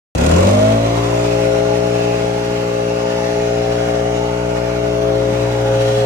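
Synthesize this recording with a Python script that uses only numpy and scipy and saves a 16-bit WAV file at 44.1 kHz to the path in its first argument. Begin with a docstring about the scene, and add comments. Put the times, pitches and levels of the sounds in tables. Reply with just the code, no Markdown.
"""A handheld petrol leaf blower starts abruptly, revs up and runs at full throttle, close by outdoors.
Its small four-stroke engine puffs once a cycle (two shaft turns), making a drone through the muffler.
The valve gear knocks on the casing, and the fan whines on the same shaft. Air rushes out of the tube
and rattles dry leaves over gravel. The sound shifts as the blower is drawn close and swung about."""
import sys
import numpy as np
from scipy import signal
from scipy.fft import rfft, irfft, next_fast_len
from scipy.io import wavfile
from scipy.ndimage import uniform_filter1d, map_coordinates

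SR = 44100
rng = np.random.default_rng(int(sys.argv[2]) if len(sys.argv) > 2 else 0)


def log_audio(samples):
    """Write samples as a 16-bit WAV file to the path given in sys.argv[1]."""
    # one column per channel
    frames = np.atleast_2d(samples).T
    # limit to full scale, then quantise
    limited = np.clip(frames, -1, 1)
    pcm = np.round(limited * 32767).astype(np.int16)
    wavfile.write(sys.argv[1], SR, pcm)


N = 266893
TIME = np.arange(N) / SR
START_S = 0.1502
START_HZ, FULL_HZ = 32.15, 59.21  # engine cycles a second: at the start, at full throttle

# How close the blower is held: t/s, nearness (negative is pushed away, positive is drawn close)
NEARNESS = [(0.15, -0.3), (0.5, 0.47), (1.0, 0.9), (1.6, -0.58), (2.4, -0.58), (3.1, -1.5), (3.7, -0.9),
            (4.5, -1.1), (5.3, 0.76), (5.7, 1.1), (6.05, 0.7)]
# Where the blower is swung: t/s, swing (negative is left, positive is right)
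SWING = [(0.15, -0.96), (1.0, 0.086), (1.5, -0.24), (2.2, 0.01), (3.2, -0.47), (3.75, 0.24), (4.4, -0.24),
         (5.1, -0.031), (5.45, 0.85), (5.7, 1.3), (6.05, 1.9)]
# Air noise that is the same left and right: f/Hz, level/dB per Hz
AIR_SHARED = [(25, -78), (60, -65), (170, -68.5), (450, -57.5), (700, -59), (850, -64), (1050, -64.5),
              (1400, -70), (2700, -71.5), (3400, -77), (6600, -79), (8500, -90), (11000, -92),
              (15500, -101.7)]
# Air noise that is opposite left and right: f/Hz, level/dB per Hz
AIR_OPPOSED = [(25, -100), (100, -90), (280, -79), (400, -58), (700, -50.5), (830, -65), (1000, -61),
               (1400, -68), (2200, -72.5), (3000, -69.5), (4500, -76.5), (6500, -79), (8000, -79),
               (10000, -88.5), (15500, -99)]
# How the air noise leans to one side: f/Hz, left boost and right cut/dB
AIR_LEAN = [(60, 0.8), (600, 1.0), (1400, -0.44), (2800, -1.3), (7000, 0.46)]
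# Resonances (boosted pitches) of the tube and fan housing: f/Hz, width/Hz, boost/dB
TUBE_RESONANCES = [(203, 144, 9), (867, 27, 5.5), (1210, 130, 0), (1432, 43, 10), (1960, 330, 1.5),
                   (2670, 260, 0.5), (5980, 96, 4)]
# Strength of the air jet rushing over the ground: t/s, level/dB
JET_LEVEL = [(0.15, -1), (0.8, 1.2), (1.0, 3.5), (1.25, 3.5), (1.65, 0.6), (2.5, 0), (2.9, -2), (3.25, -1),
             (3.6, -0.4), (3.95, -1), (4.35, -3), (5.05, -1.5), (5.4, 1.5), (5.62, 1), (5.92, 4.5),
             (6.05, 1.5)]
# Bands of air noise that are aimed like beams: f/Hz, width/Hz, boost/dB per nearness, boost/dB per swing
AIR_BEAMS = [(198, 99, 1.5, 7.5), (350, 64, 4.5, -3.5), (660, 91, 1, 2.5), (1066, 200, 3.5, -4.5),
             (1340, 54, 4, -7.5), (1930, 600, 0, 0), (2580, 390, -0.3, -1.5), (3440, 590, 2, -1),
             (5800, 9200, -2.13, 1)]
# Brief swells in bands of the rushing air, a few narrow enough to whistle:
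# t/s, length/s, f/Hz, width/Hz, boost/dB
AIR_SWELLS = [(0.21, 0.04, 900, 180, 8), (1.3, 0.4, 2600, 500, 3), (1.95, 0.7, 2600, 600, 2.5),
              (2.3, 0.35, 860, 90, 4), (2.9, 0.25, 1100, 130, 4), (3.17, 0.25, 880, 160, 6),
              (3.33, 0.16, 5700, 400, 4.5), (3.3, 0.9, 3600, 1000, 1.5), (3.3, 1.0, 1600, 900, 3),
              (3.7, 0.3, 5700, 400, 5.5), (3.8, 0.4, 750, 90, 4), (3.95, 0.25, 1850, 600, 4.5),
              (4.2, 0.7, 1130, 150, 3), (4.25, 0.3, 880, 70, 5), (4.35, 0.5, 2500, 800, 2),
              (4.6, 0.5, 840, 130, 2)]
# Tone colour of the ringing engine casing: f/Hz, level/dB
CASING_COLOUR = [(700, 6.5), (1300, -5), (1700, -3), (2200, -7), (3000, -9), (3800, -24), (5000, -10),
                 (6500, -9), (10000, -29)]
# How tones reach the two ears: f/Hz, left minus right level/dB, left phase lead/rad
EAR_DIFFERENCES = [(60, 0, 0), (120, 1, 0), (178, 3, 0), (297, 0.5, 0.1), (356, -5, -0.7),
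                   (416, 3.5, -0.25), (475, 9, -2.5), (535, 8, 1.2), (594, 2.5, -1.7), (654, 7, -1.8),
                   (713, 0, -1.5), (773, 1, -1.4), (1150, -5, -1.5), (1450, 4, -1.8)]
# Fan tones: harmonic (multiple of the engine's cycle rate), level/dB
FAN_TONES = [(17, -69), (18, -74), (19, -76), (20, -47), (21, -49), (23, -46), (24, -57.5), (25, -51),
             (36, -48), (48, -50)]
# Resonances and dips of the muffler and housing: f/Hz, width/Hz, boost/dB
MUFFLER_RESONANCES = [(89.5, 52, 14), (136, 32, -15.5), (171, 25, 4.5), (252, 45, 7), (392.6, 69, -10.5),
                      (542, 87, 13.5), (627, 95, 16), (694, 16, 11)]
# Engine tones: harmonic, revving level/dB, full-speed level/dB, boost/dB per nearness, boost/dB per swing
ENGINE_TONES = [(1, -36, -40, 2, 1.5), (2, -23, -25, 2, 4.5), (3, -35.5, -33.5, 0.9, -1.7),
                (4, -21.5, -46.5, -2, -4.5), (5, -26.5, -30, 1.65, -0.5), (6, -45.5, -30, 7.5, -6.5),
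                (7, -18, -26.5, 5.5, 1), (8, -31.5, -41.5, -2.5, 3.5), (9, -21.5, -42.5, -1.5, 11),
                (10, -44, -49, 2.5, 1), (11, -50, -35, -4.5, -4.5), (12, -33.5, -44, -3, 0),
                (13, -36.5, -50.5, 7.5, 7), (14, -38, -45, -2.5, 7), (15, -38, -47.5, 0.5, -4.5),
                (16, -39, -54, 6, 3.5)]
# Engine tones that follow their own level curves instead, by harmonic: t/s, left level/dB, right level/dB
LEAD_TONES = {7: [(0.16, -32, -32), (0.22, -18, -19), (0.32, -23, -28), (0.4, -23.5, -29), (0.55, -29, -36),
              (0.7, -38, -30), (1.0, -21.5, -38), (1.45, -18, -23), (1.85, -19, -25), (2.5, -22.3, -25),
              (2.9, -22.5, -24), (3.25, -23.5, -26), (3.4, -20.5, -20.5), (4.6, -23.5, -28),
              (5.05, -18, -24), (5.5, -21, -28.5), (6.0, -19.5, -20)], 9: [(0.16, -30, -38),
              (0.28, -27, -35), (0.39, -23, -33), (0.47, -21, -38), (0.58, -26, -25), (0.85, -24.5, -38),
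              (1.28, -23, -33), (1.48, -15, -29), (1.9, -20, -39), (2.4, -23.5, -44), (3.1, -20, -29),
              (3.4, -21, -32.5), (4.0, -20.5, -24.5), (4.15, -23, -43), (4.95, -23.5, -29), (5.2, -16, -22),
              (5.52, -22.5, -25), (5.72, -16.8, -17.5), (6.0, -17.3, -19)], 10: [(0.16, -32, -33),
              (0.3, -38, -42), (0.38, -20, -34), (0.49, -36, -32), (0.62, -34, -27), (0.84, -23, -21),
              (0.96, -30, -27), (1.5, -23.5, -31), (2.05, -29, -34), (2.5, -36, -44), (3.85, -29, -36),
              (4.3, -33, -32), (5.05, -26.5, -35), (6.0, -41, -42)], 11: [(0.16, -43, -42),
              (0.34, -30, -30), (0.46, -24, -27), (0.76, -25, -27), (0.88, -26, -26), (1.0, -56, -41),
              (1.12, -23.5, -22.5), (1.5, -20, -22.5), (2.05, -20, -25.5), (2.5, -25, -33),
              (3.25, -22, -31), (3.4, -21, -32), (3.85, -20.5, -41), (4.45, -25.5, -29), (5.05, -19.5, -24),
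              (5.3, -26, -31), (6.0, -25, -44)], 12: [(0.16, -41, -34), (0.3, -34, -37), (0.4, -16.5, -18),
              (0.54, -20, -17.5), (0.65, -12, -13.5), (0.82, -21.5, -25.5), (1.0, -25, -26),
              (1.18, -37, -42), (2.35, -52, -48), (3.4, -50, -42), (3.6, -35, -39), (4.1, -34.5, -29),
              (4.4, -51, -43), (5.05, -41, -43), (6.0, -32, -33)], 13: [(0.16, -46, -44), (0.5, -23, -31),
              (0.7, -47, -48), (1.6, -35, -39), (2.1, -40, -33), (2.6, -45, -48), (3.0, -38, -37),
              (3.4, -41, -38), (3.75, -29, -33), (4.25, -37, -37), (4.6, -49, -60), (5.7, -33, -36),
              (6.0, -42, -44)], 14: [(0.16, -48, -49), (1.0, -47, -35), (1.8, -33, -33.5), (2.35, -34, -33),
              (2.75, -39, -36), (3.2, -28, -32), (3.8, -53, -43), (4.25, -40, -35), (5.2, -44, -38.5),
              (5.7, -37, -32), (6.0, -43, -42)], 15: [(0.16, -39, -42), (0.72, -36, -44), (1.0, -48, -50),
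              (2.6, -48, -48), (3.0, -37, -36), (3.7, -50, -45), (4.3, -34, -33), (4.7, -49, -51),
              (6.0, -43, -43)]}
# Strength of the exhaust, for the engine tones outside LEAD_TONES: t/s, level/dB
EXHAUST_LEVEL = [(0.15, -0.5), (0.4, -2.5), (0.95, 0), (1.5, 2), (2.0, 1.5), (2.5, 0), (3.6, 0.5), (4.5, 1),
                 (5.2, -1), (5.6, -2), (6.05, -6)]


def amp(db):
    """Turns decibels into a gain to multiply by."""
    return 10 ** (np.asarray(db) / 20)


def unit_rms(x):
    """Scales a signal so that its average strength (rms) is 1."""
    return x / np.sqrt(np.mean(x ** 2) + 1e-20)


def curves(rows, at):
    """Looks up a table by its first column, joining the rows with straight lines."""
    first, *columns = np.transpose(rows)
    return [np.interp(at, first, column) for column in columns]


def pose(t):
    """The blower's nearness and swing at the given times."""
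    return curves(NEARNESS, t)[0], curves(SWING, t)[0]


def spectrum(points, hz):
    """Reads a table of f/Hz, level/dB along a pitch (log-frequency) scale."""
    f, db = np.transpose(points)
    return np.interp(np.log(hz + 1), np.log(f + 1), db)


def resonance_db(modes, hz):
    """Adds up resonances, each strongest at its own frequency."""
    return sum(db / (1 + (2 * (hz - f) / width) ** 2) for f, width, db in modes)


def wander(rate_hz):
    """A smooth random wobble of strength 1, changing up to the given rate."""
    steps = TIME * 2 * rate_hz
    return unit_rms(map_coordinates(rng.standard_normal(4096), [steps], order=1, mode="wrap"))


def ears(level_db, hz, apart=1):
    """Shares a tone's strength between left and right; apart (0-1) is how much they differ."""
    ratio = amp(curves(EAR_DIFFERENCES, hz)[0] * apart)
    return amp(level_db) * np.sqrt(2 / (1 + ratio ** 2)) * np.array([ratio, np.ones(N)])


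def tone(rms, angle, hz, apart=1, echo_db=-18, echo_rate_hz=1.23):
    """One stereo tone. A shifting echo off ground and operator bends its phase, most on the weak side."""
    lead = curves(EAR_DIFFERENCES, hz)[1] * apart
    echo = amp(echo_db) * np.minimum(hz / 500, 1) * rms.max(0)
    echo = echo * np.array([wander(echo_rate_hz), wander(echo_rate_hz)])
    bend = 2 * np.arctan(echo / rms / 2)
    return np.sqrt(2) * rms * np.cos(angle + np.array([lead, -lead]) / 2 + bend)


def leaves(level_db=-55, ticks_per_s=400, spread_db=3, ring_s=0.00054):
    """Dry leaves and grit tick against the gravel, fading in after the jet starts."""
    t, out = np.arange(400) / SR, np.zeros((2, N))
    pitches = np.geomspace(2500, 10000, 12)
    for hz in pitches:
        hits = rng.random(N) < ticks_per_s / len(pitches) / SR
        hits = hits * amp(spread_db * np.minimum(rng.exponential(1, N), 4))
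        phase = rng.uniform(0, 2 * np.pi, (2, 1))
        tick = t * np.exp(-t / ring_s) * np.sin(2 * np.pi * hz * t + phase) / hz
        out += signal.oaconvolve(hits[None], tick, axes=1)[:, :N]
    return amp(level_db) * unit_rms(out) * np.clip(TIME - .3, 0, 1)


def air_levels(t, surge_peak_s=0.21, spit_db=5, spit_s=0.22):
    """Boosts in dB for the low roar, middle rush and high hiss: the air surges as the throttle opens."""
    since = np.maximum(t - START_S, 0)
    age = since / surge_peak_s
    surge = (age * np.exp(1 - age)) ** 0.95  # quick rise to 1, slower fall
    spit = spit_db * np.exp(-since / spit_s)  # the first firings spit
    near, swing = pose(t)
    jet, = curves(JET_LEVEL, t)
    roar = -2.5 + 1.5 * near - 3.5 * swing + 9 * surge ** 1.25 + spit  # its surge dies soonest
    rush = jet + 6 * surge
    hiss = 0.8 * jet + 7 * surge + spit
    return roar, rush, hiss


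def spits(hz, cycles, depth_db=7.5, grit_db=2, rise_cycles=0.13, uneven=0.08):
    """Gain for the air noise: each firing makes a gritty spit, fading out as the engine gains speed."""
    speed = np.clip((hz - START_HZ) / (FULL_HZ - START_HZ), 0, 1)
    firing = cycles + 1.26 + 0.16 * speed  # earlier in the cycle as speed builds
    age = firing % 1 / rise_cycles
    strength = 1 + uneven * rng.standard_normal(1024)[firing.astype(int)]
    burst = strength * age * np.exp(1 - age)
    burst_db = depth_db * (burst - 0.42) + grit_db * burst * wander(300)
    return amp((1 - speed) ** 0.55 * burst_db)


def air(cycles, spit, roar_throb=0.1, hiss_throb=0.018, shaft_throb=0.019, flicker_db=0.76):
    """Swirling air roars, rushes and hisses out of the tube, throbbing as the engine pumps it."""
    size = next_fast_len(N)
    hz = np.fft.rfftfreq(size, 1 / SR)
    noise = rfft(rng.standard_normal((2, size))) * np.sqrt(SR / 2)
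    noise *= amp(resonance_db(TUBE_RESONANCES, hz))
    shared, opposed = noise * amp([spectrum(AIR_SHARED, hz), spectrum(AIR_OPPOSED, hz)])
    lean_db = spectrum(AIR_LEAN, hz)
    stereo = np.array([(shared + opposed) * amp(lean_db), (shared - opposed) * amp(-lean_db)])
    low, high = 1 / (1 + (hz / 900) ** 6), 1 - 1 / (1 + (hz / 3200) ** 6)
    roar, rush, hiss = (irfft(stereo * band, size)[:, :N] for band in (low, 1 - low - high, high))
    roar_db, rush_db, hiss_db = air_levels(TIME)
    roar_beat = 1 + roar_throb * np.cos(2 * np.pi * (cycles - 0.15))
    hiss_beat = 1 + hiss_throb * np.cos(2 * np.pi * (cycles - 0.93))
    shaft_beat = 1 + shaft_throb * np.cos(4 * np.pi * (cycles - 0.087))  # twice a cycle
    roar = roar * amp(roar_db) * roar_beat
    rush = rush * amp(rush_db) * spit ** 0.19 * shaft_beat
    hiss = hiss * amp(hiss_db) * hiss_beat * spit * shaft_beat
    return (roar + rush + hiss) * amp(flicker_db * wander(22))


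def air_colour(air_noise, patchy_db=2.0):
    """Beamed bands of air noise shift as the blower moves; other bands swell briefly or drift at random."""
    hz, t, slices = signal.stft(air_noise, SR, nperseg=1024)
    hz = hz[:, None]
    roar_db, _, hiss_db = air_levels(t)
    near, swing = pose(t)
    beams = [(f, width, near_db * near + swing_db * swing) for f, width, near_db, swing_db in AIR_BEAMS]
    db = resonance_db(beams, hz)
    for at, length, f, width, boost_db in AIR_SWELLS:
        db += boost_db * np.exp(-(2 * (t - at) / length) ** 2 - (2 * (hz - f) / width) ** 2)
    db += 0.56 * hiss_db * np.exp(-((hz - 7800) / 1300) ** 2)  # strong hiss is also brighter
    db -= 0.22 * roar_db * np.exp(-((hz - 760) / 170) ** 2)  # strong roar is also deeper
    patches = uniform_filter1d(rng.standard_normal(slices.shape[1:]), size=5, axis=0)
    patches = uniform_filter1d(patches, size=18, axis=1)
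    db += patchy_db * unit_rms(patches)
    return signal.istft(slices * amp(db), SR, nperseg=1024)[1][:, :N]


def valve_rasp(cycles, settled, start_db=-39, rise_db=3, ring_s=0.011, knock_at=0.6):
    """The valve gear knocks the casing once a cycle; the colour of the ringing slowly drifts."""
    count = np.floor(cycles - knock_at)
    at = np.flatnonzero(np.diff(count) > 0)
    late = (count[at + 1] + knock_at - cycles[at]) / (cycles[at + 1] - cycles[at])
    knocks = np.zeros(N)
    knocks[at], knocks[at + 1] = 1 - late, late  # each knock falls between two samples
    t, hz = np.arange(1024) / SR, np.fft.rfftfreq(1024, 1 / SR)
    out = np.zeros((2, N))
    for side in range(3):
        noise = rfft(rng.standard_normal((2, len(t))))
        ring = irfft(noise * amp(spectrum(CASING_COLOUR, hz))) * np.exp(-t / ring_s)
        blend = np.cos(TIME * 1.42 + side * np.pi / 3)
        out += signal.oaconvolve(knocks[None], ring, axes=1)[:, :N] * blend
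    jet_db, = curves(JET_LEVEL, TIME)
    return amp(start_db + settled * (rise_db + 0.19 * jet_db)) * unit_rms(out)


def fan_whine(hz, cycles, flutter_db=2, smear_rad=0.36, near_db=-1.6, swing_db=2):
    """The fan's thin tones follow the shaft, flutter in the stirred air and grow with speed."""
    out = np.zeros((2, N))
    for k, db in FAN_TONES:
        angle = 2 * np.pi * (k * cycles + rng.random()) + smear_rad * wander(9)
        rms = ears(db + flutter_db * wander(2.6), k * hz)
        out += tone(rms, angle, k * hz)
    near, swing = pose(TIME)
    return out * hz / hz.max() * amp(near_db * near + swing_db * swing)


def engine_speed(spin_up_s=0.358, creep_hz_per_s=0.073, hunt_hz=0.052):
    """The engine revs up: gives cycles a second, cycles done so far, and how settled it is (0-1)."""
    since = np.maximum(TIME - START_S, 0)
    shortfall_hz = (FULL_HZ - START_HZ) * np.exp(-(since / spin_up_s) ** 1.247)
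    hz = FULL_HZ - shortfall_hz + creep_hz_per_s * since
    settled = np.clip((hz - 55) / 4, 0, 1)
    jitter = np.interp(settled, [0, 1], [0.0027, 0.00076]) * wander(25)  # slightly uneven firings
    hz = hz + hunt_hz * wander(2)
    return hz, np.cumsum(hz) / SR + jitter, settled


def first_firing(pop_db=4, pop_s=0.00096, lull_db=-3, lull_after_s=0.017, lull_s=0.0037):
    """Overall gain: silence, the pop of the first firing, a short lull, and a quick fade at the end."""
    since = TIME - START_S
    gate = np.clip(since / .0002, 0, 1) * np.clip((TIME[-1] - TIME) / .002, 0, 1)
    pop = pop_db * np.exp(-abs(since) / pop_s)
    lull = lull_db * np.exp(-((since - lull_after_s) / lull_s) ** 2)
    return gate * amp(pop + lull)


def muffler(t, hz, settled):
    """Gives harmonics, levels and phases: tones climb through the resonances and shift with the pose."""
    harmonics, revving_db, full_db, near_db, swing_db = np.transpose(ENGINE_TONES)[:, :, None]
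    near, swing = pose(t)
    db = revving_db + (full_db - revving_db) * settled + resonance_db(MUFFLER_RESONANCES, harmonics * hz)
    db = db + near_db * near + swing_db * swing
    # these phases put each puff first and its ringing after
    log_gain = np.log(amp(np.vstack([db[:1] - 29.0, db, db[-1:], db[-1:]])))
    phase = -signal.hilbert(np.vstack([log_gain, log_gain[-2:0:-1]]), axis=0).imag[1:]
    phase = uniform_filter1d(phase, size=50, axis=1) + np.pi / 2  # the sound leads the gas flow
    return harmonics[:, 0], db, phase


def engine_drone(hz, cycles, settled, puff_at=0.114, waver_db=0.54, ragged_db=3.5, smear_rad=0.21):
    """Exhaust and intake puff once a cycle: low tones are firm, high ones turn ragged in the moving air."""
    t = TIME[::256]
    harmonics, levels, phases = muffler(t, hz[::256], settled[::256])
    exhaust_db, = curves(EXHAUST_LEVEL, TIME)
    uneven_db = (0.15 + 0.24 * settled) * wander(28)
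    swing, = curves(SWING, TIME)
    apart = 0.94 - 0.45 * np.clip(swing, 0, 1) ** 2  # swung right, it sits between the ears
    out = np.zeros((2, N))
    for k, level_db, phase in zip(harmonics, levels, phases):
        ragged = np.clip((k * hz - 690) / 80, 0, 1)  # sets in above the muffler's resonances
        wobble_db = waver_db * wander(12) + ragged * ragged_db * wander(20)
        if k in LEAD_TONES:
            rms = amp(curves(LEAD_TONES[k], TIME))
        else:
            drift_db = 0.12 * k * settled * wander(1.0)
            rms = ears(exhaust_db + np.interp(TIME, t, level_db) + drift_db, k * hz, apart)
        angle = 2 * np.pi * k * (cycles - puff_at) + np.interp(TIME, t, phase)
        angle += ragged * smear_rad * wander(22)
        out += tone(rms * amp(uneven_db + wobble_db), angle, k * FULL_HZ, apart)
    return out


def scene():
    """One engine speed drives the drone, whine, rasp and throbbing air; leaves tick underneath."""
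    hz, cycles, settled = engine_speed()
    motor = engine_drone(hz, cycles, settled) + fan_whine(hz, cycles) + valve_rasp(cycles, settled)
    jet = air_colour(air(cycles, spits(hz, cycles)))
    return (motor + jet + leaves()) * first_firing()


def record(dry, ceiling=0.95, cutoff_hz=15800):
    """Rounds off the highest peaks, then removes the very top of the treble."""
    rounded = dry / (1 + (dry / ceiling) ** 8) ** (1 / 8)
    lowpass = signal.firwin(511, cutoff_hz, window=("kaiser", 9), fs=SR)
    return signal.oaconvolve(rounded, lowpass[None], "same")


dry = scene()
out = record(dry)
log_audio(out)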